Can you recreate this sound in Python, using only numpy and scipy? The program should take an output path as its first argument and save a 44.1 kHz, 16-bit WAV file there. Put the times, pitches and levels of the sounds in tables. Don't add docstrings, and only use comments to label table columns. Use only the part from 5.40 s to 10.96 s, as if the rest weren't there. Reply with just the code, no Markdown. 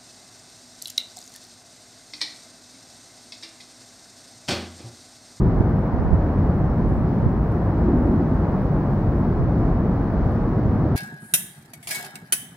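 import sys
import numpy as np
from scipy.fft import rfft, irfft, next_fast_len
from scipy.io import wavfile
from scipy.ndimage import map_coordinates

SR = 44100
rng = np.random.default_rng(int(sys.argv[2]) if len(sys.argv) > 2 else 0)


def put_to_file(sound):
    columns = np.atleast_2d(sound).T
    safe = np.clip(columns, -1, 1)
    whole_steps = np.round(safe * 32767)
    wavfile.write(sys.argv[1], SR, whole_steps.astype(np.int16))


N = 245195

# (time [s], engines [dB], exhausts [dB])
TRAFFIC_RIDE = [(0, -19, -18), (.5, -25.5, -24), (1.1, -22.5, -21), (1.8, -27, -21.5), (2.5, -23.5, -22),
                (3.5, -25.5, -21.5), (4.2, -22, -20.5), (4.7, -25, -22), (5.56, -23.5, -20.5)]
# (time [s], level [dB])
HUM_RIDE = [(0, -49), (1.0, -29.5), (1.4, -29), (1.7, -25), (2.0, -31), (2.3, -27), (2.8, -33.5),
            (3.6, -45), (5.56, -50)]
# (frequency [Hz], relative density [dB])
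ENGINE_EQ = [(8.8, -47.5), (15, -23.5), (43, -3), (81, -3.5), (110, -5.5), (140, -33), (240, -120)]
EXHAUST_EQ = [(47, -37.5), (80, -9), (108, -2.5), (162, -0.5), (258, -7), (350, -10.5), (378, -12.5),
              (480, -23), (620, -39.5), (1060, -120)]
TYRE_EQ = [(250, -39), (420, -2.5), (720, -5), (1090, -11), (1840, -22.5), (3050, -42.5), (3960, -69),
           (6710, -120)]
HUM_EQ = [(30, -120), (44, -30), (51, -2), (55, 0), (59, -3), (68, -30), (100, -120)]
SURGE_EQ = [(100, -120), (170, -30), (205, -3), (240, 0), (320, -2), (390, -7), (450, -30), (800, -120)]
# (time [s], level [dB], half-length [s])
GUST_CUES = [(.14, -26.5, .07), (.55, -26, .04), (.68, -21.5, .07), (.9, -40, .12), (1.24, -34, .07),
             (1.46, -31, .05), (1.6, -25, .07), (1.89, -30.5, .08), (2.45, -39.5, .15), (3.2, -39, .15),
             (4.02, -28.5, .07), (4.82, -31.5, .09), (5.0, -35, .08), (5.33, -28.5, .08)]
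# (time [s], level [dB], nominal pitch [Hz])
THUMP_CUES = [(0.208, -3, 120), (0.541, -14.5, 60), (.598, -9, 100), (0.618, -12.5, 150), (.718, -9, 120),
              (.734, -3.5, 58), (.746, -9, 90), (1.501, -11, 100), (1.523, -16, 100), (1.59, -18.5, 70),
              (1.835, -13, 110), (1.866, -5, 78), (1.879, -18, 110), (4.0, -15.5, 75), (4.009, -14, 75),
              (4.075, -21, 130)]
# (time [s], peak before the low cut [dB], left minus right [dB])
GRIT_CUES = [(.1925, -51, -1), (.363, -54, -4), (.385, -54, 2), (.389, -55, 0), (1.3, -60, 3),
             (1.4985, -52, -5), (1.529, -59, -1), (1.977, -56, -2), (2.121, -48, -3), (2.278, -60, -4),
             (2.6355, -53, -2), (2.6735, -49, 0), (3.033, -57, 9), (3.596, -53, -3), (4.907, -59, -4),
             (4.9195, -49, 2), (4.9515, -50, -2)]
# (start [s], length [s], first pitch [Hz], last pitch [Hz], level [dB])
SQUEAK_CUES = [(.2, .36, 15600, 15270, -77), (1.245, .028, 5880, 5870, -68), (1.295, .03, 5750, 5500, -71),
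               (1.32, .11, 7780, 7600, -82), (1.45, .08, 8000, 7950, -75), (1.51, .15, 7870, 7780, -82),
               (3.49, .035, 15700, 15200, -70), (4.12, .13, 15320, 15260, -70)]
# (time [s], level [dB])
SCUFF_CUES = [(.375, -85), (0.969, -87.5), (1.52, -84.5), (2.125, -82), (2.65, -81.5), (3.25, -86),
              (3.78, -84.5), (4.93, -83.5)]
# (time [s], level [dB])
TOP_HISS_RIDE = [(0, -76.5), (2.0, -74), (3.75, -73.5), (3.95, -75), (5.56, -75)]
# (frequency [Hz], relative density [dB])
FLUTTER_EQ = [(5, -120), (15, -18.5), (30, 1), (60, 1.5), (120, -12), (250, -23), (500, -40.5),
              (1000, -59.5), (3000, -120)]
GRIT_EQ = [(1500, -120), (3500, -24), (5500, -4), (8000, -8), (10000, 0), (14000, 0), (16000, -5)]
STREET_HISS_EQ = [(1500, -120), (2400, -14), (3000, -3.5), (4300, -3.5), (5000, -6.5), (6300, -11.5),
                  (7100, -19), (7700, -30.5), (9000, -60), (11000, -120)]
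TOP_HISS_EQ = [(5000, -120), (7000, -22), (7900, -10), (8600, -5), (9300, -2), (10000, 0), (12000, 0),
               (13400, -2), (14800, -5), (15800, -6)]
# (frequency [Hz], left [dB], right [dB])
WHINE_TONES = [(7867.1, -102, -100), (12037, -101, -101), (15734.27, -86.5, -73), (15747.2, -93.5, -80)]
# (frequency [Hz], correlation [0..1])
PORT_LIKENESS = [(40, .99), (100, .99), (200, .985), (300, .98), (520, .96), (890, .91), (1500, .62),
                 (2200, .47), (3000, .2), (4500, .3), (8000, .2), (10000, .15), (15000, .1)]
# (frequency [Hz], left minus right [dB])
PORT_BALANCE = [(40, .8), (200, .4), (900, .4), (1700, 1.1), (2300, -.4), (3000, 1.8), (5200, 3.1),
                (7000, 0.1), (9500, -2.1), (12000, -.4), (15000, -.6)]
# (frequency [Hz], left lead [rad])
PORT_PHASE = [(100, 0), (500, -.12), (1200, -.1), (2200, 0), (3300, 1.9), (7500, 1.7), (10000, 3),
              (14000, 2.4)]

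TYRES_DB = -32
SURGE_AT_S, SURGE_HOLD_S = 2.48, .36
SURGE_DB, SURGE_SAG_DB, SURGE_FADE_DB_PER_S = -21.5, 1.5, 120
CALM_DB = -45.5
THUMP_CYCLES = .52
SQUEAK_EDGE = .25
SCUFF_HALF_S = .035
STREET_DB, STREET_RISE_DB_PER_S = -66, 0.3
HIGH_CUT_HZ = 15790


def traffic_roar():
    engines_db, exhausts_db = curves(TRAFFIC_RIDE)
    motors = amp(engines_db) * stereo_noise(ENGINE_EQ) + amp(exhausts_db) * stereo_noise(EXHAUST_EQ)
    tyres_db = TYRES_DB + 0.33 * wobble(7) + 0.4 * wobble(1.5)
    return motors + amp(tyres_db) * stereo_noise(TYRE_EQ)


def engine_hum():
    return amp(curves(HUM_RIDE)[0]) * stereo_noise(HUM_EQ)


def engine_surge():
    progress = (np.arange(N) / SR - SURGE_AT_S) / SURGE_HOLD_S
    outside_hold_s = SURGE_HOLD_S * np.maximum(np.maximum(-progress, progress - 1), 0)
    level_db = SURGE_DB - SURGE_SAG_DB * np.clip(progress, 0, 1) - SURGE_FADE_DB_PER_S * outside_hold_s
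    return amp(level_db) * stereo_noise(SURGE_EQ)


def wind_flutter():
    rumble = filtered(rng.standard_normal((2, N)), lambda hz: amp(along(FLUTTER_EQ, hz)))
    lumps = amp(3.5 * np.array([wobble(30), wobble(30)]))
    return swells(GUST_CUES, CALM_DB) * unit_rms(rumble * lumps) * amp([[-14], [0]])


def wind_thumps():
    thumps = np.zeros(N)
    for at_s, db, hz in THUMP_CUES:
        cycles = hz * (np.arange(N) / SR - at_s)
        swing = np.tanh(6 * cycles / THUMP_CYCLES) * np.cos(np.pi * cycles)
        thumps -= amp(db) * swing * np.exp(-(cycles / THUMP_CYCLES) ** 2)
    return thumps * amp([[-24], [0]])


def grit_ticks():
    size = 256
    ticks = np.zeros((2, N + size))
    colour = amp(along(GRIT_EQ, np.fft.rfftfreq(size, 1 / SR)))
    decay = amp(-60 * np.arange(size) / SR / .004)
    for at_s, db, pan_db in GRIT_CUES:
        crack = irfft(rfft(rng.standard_normal(size)) * colour) * decay
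        gains = amp([[db + pan_db / 2], [db - pan_db / 2]])
        start = round(at_s * SR)
        ticks[:, start:start + size] += gains * crack / abs(crack).max()
    return filtered(ticks[:, :N], lambda hz: hz / np.hypot(hz, 5000))


def squeaks():
    out = np.zeros(N)
    for start_s, length_s, from_hz, to_hz, db in SQUEAK_CUES:
        progress = np.clip((np.arange(N) / SR - start_s) / length_s, 0, 1)
        fade = np.clip(np.minimum(progress, 1 - progress) / SQUEAK_EDGE, 0, 1)
        hz = from_hz + (to_hz - from_hz) * progress + 65 * wobble(200)
        tone = np.sqrt(2) * np.sin(2 * np.pi * np.cumsum(hz) / SR)
        out += fade * amp(db + 3 * wobble(120)) * tone
    return out


def hiss_and_scuffs():
    scuffs = swells([(at_s, db, SCUFF_HALF_S) for at_s, db in SCUFF_CUES], floor_db=-140)
    scuffs *= unit_rms(amp(5 * wobble(150)))
    street_db = STREET_DB + STREET_RISE_DB_PER_S * np.arange(N) / SR + 0.6 * wobble(7.5)
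    street = amp(street_db) * stereo_noise(STREET_HISS_EQ)
    top_db = curves(TOP_HISS_RIDE)[0] + .5 * wobble(12) + .9 * wobble(60)
    return street + (amp(top_db) + scuffs) * stereo_noise(TOP_HISS_EQ)


def camera_whine():
    t = np.arange(N) / SR
    return sum(np.sqrt(2) * amp([[left_db], [right_db]]) * np.sin(2 * np.pi * hz * t)
               for hz, left_db, right_db in WHINE_TONES)


def amp(db):
    return 10 ** (np.asarray(db) / 20)


def unit_rms(x):
    return x / np.sqrt(np.mean(x ** 2) + 1e-20)


def along(points, hz):
    knots_hz, values = np.transpose(points)
    return np.interp(np.log(hz + 1), np.log(knots_hz + 1), values)


def curves(rows):
    times, *columns = np.transpose(rows)
    return [np.interp(np.arange(N) / SR, times, column) for column in columns]


def swells(rows, floor_db):
    t = np.arange(N) / SR
    return amp(floor_db) + sum(amp(db) * np.exp(-((t - s) / half_s) ** 2) for s, db, half_s in rows)


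def wobble(rate):
    return map_coordinates(rng.standard_normal(int(N * rate / SR) + 4), [np.arange(N) * rate / SR])


def filtered(x, response):
    size = next_fast_len(N + 8192)
    return irfft(rfft(x, size) * response(np.fft.rfftfreq(size, 1 / SR)), size)[..., :N]


def stereo_noise(eq):
    def mid_side_gains(hz):
        width = np.arccos(np.clip(along(PORT_LIKENESS, hz), -1, 1)) / 2
        return amp(along(eq, hz)) * [np.cos(width), np.sin(width)]
    mid, side = filtered(rng.standard_normal((2, N)), mid_side_gains)
    return np.array([mid + side, mid - side]) / np.sqrt(np.mean(mid ** 2) + 1e-20)


def scene():
    def ports(hz):
        left = amp(along(PORT_BALANCE, hz) / 2) * np.exp(.5j * along(PORT_PHASE, hz))
        return np.array([left, 1 / left])
    street = traffic_roar() + engine_hum() + engine_surge() + hiss_and_scuffs() + squeaks()
    return filtered(street, ports) + grit_ticks() + wind_flutter() + wind_thumps()


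def record(dry):
    return filtered(dry + camera_whine(), lambda hz: hz < HIGH_CUT_HZ)


dry = scene()
out = record(dry)
put_to_file(out)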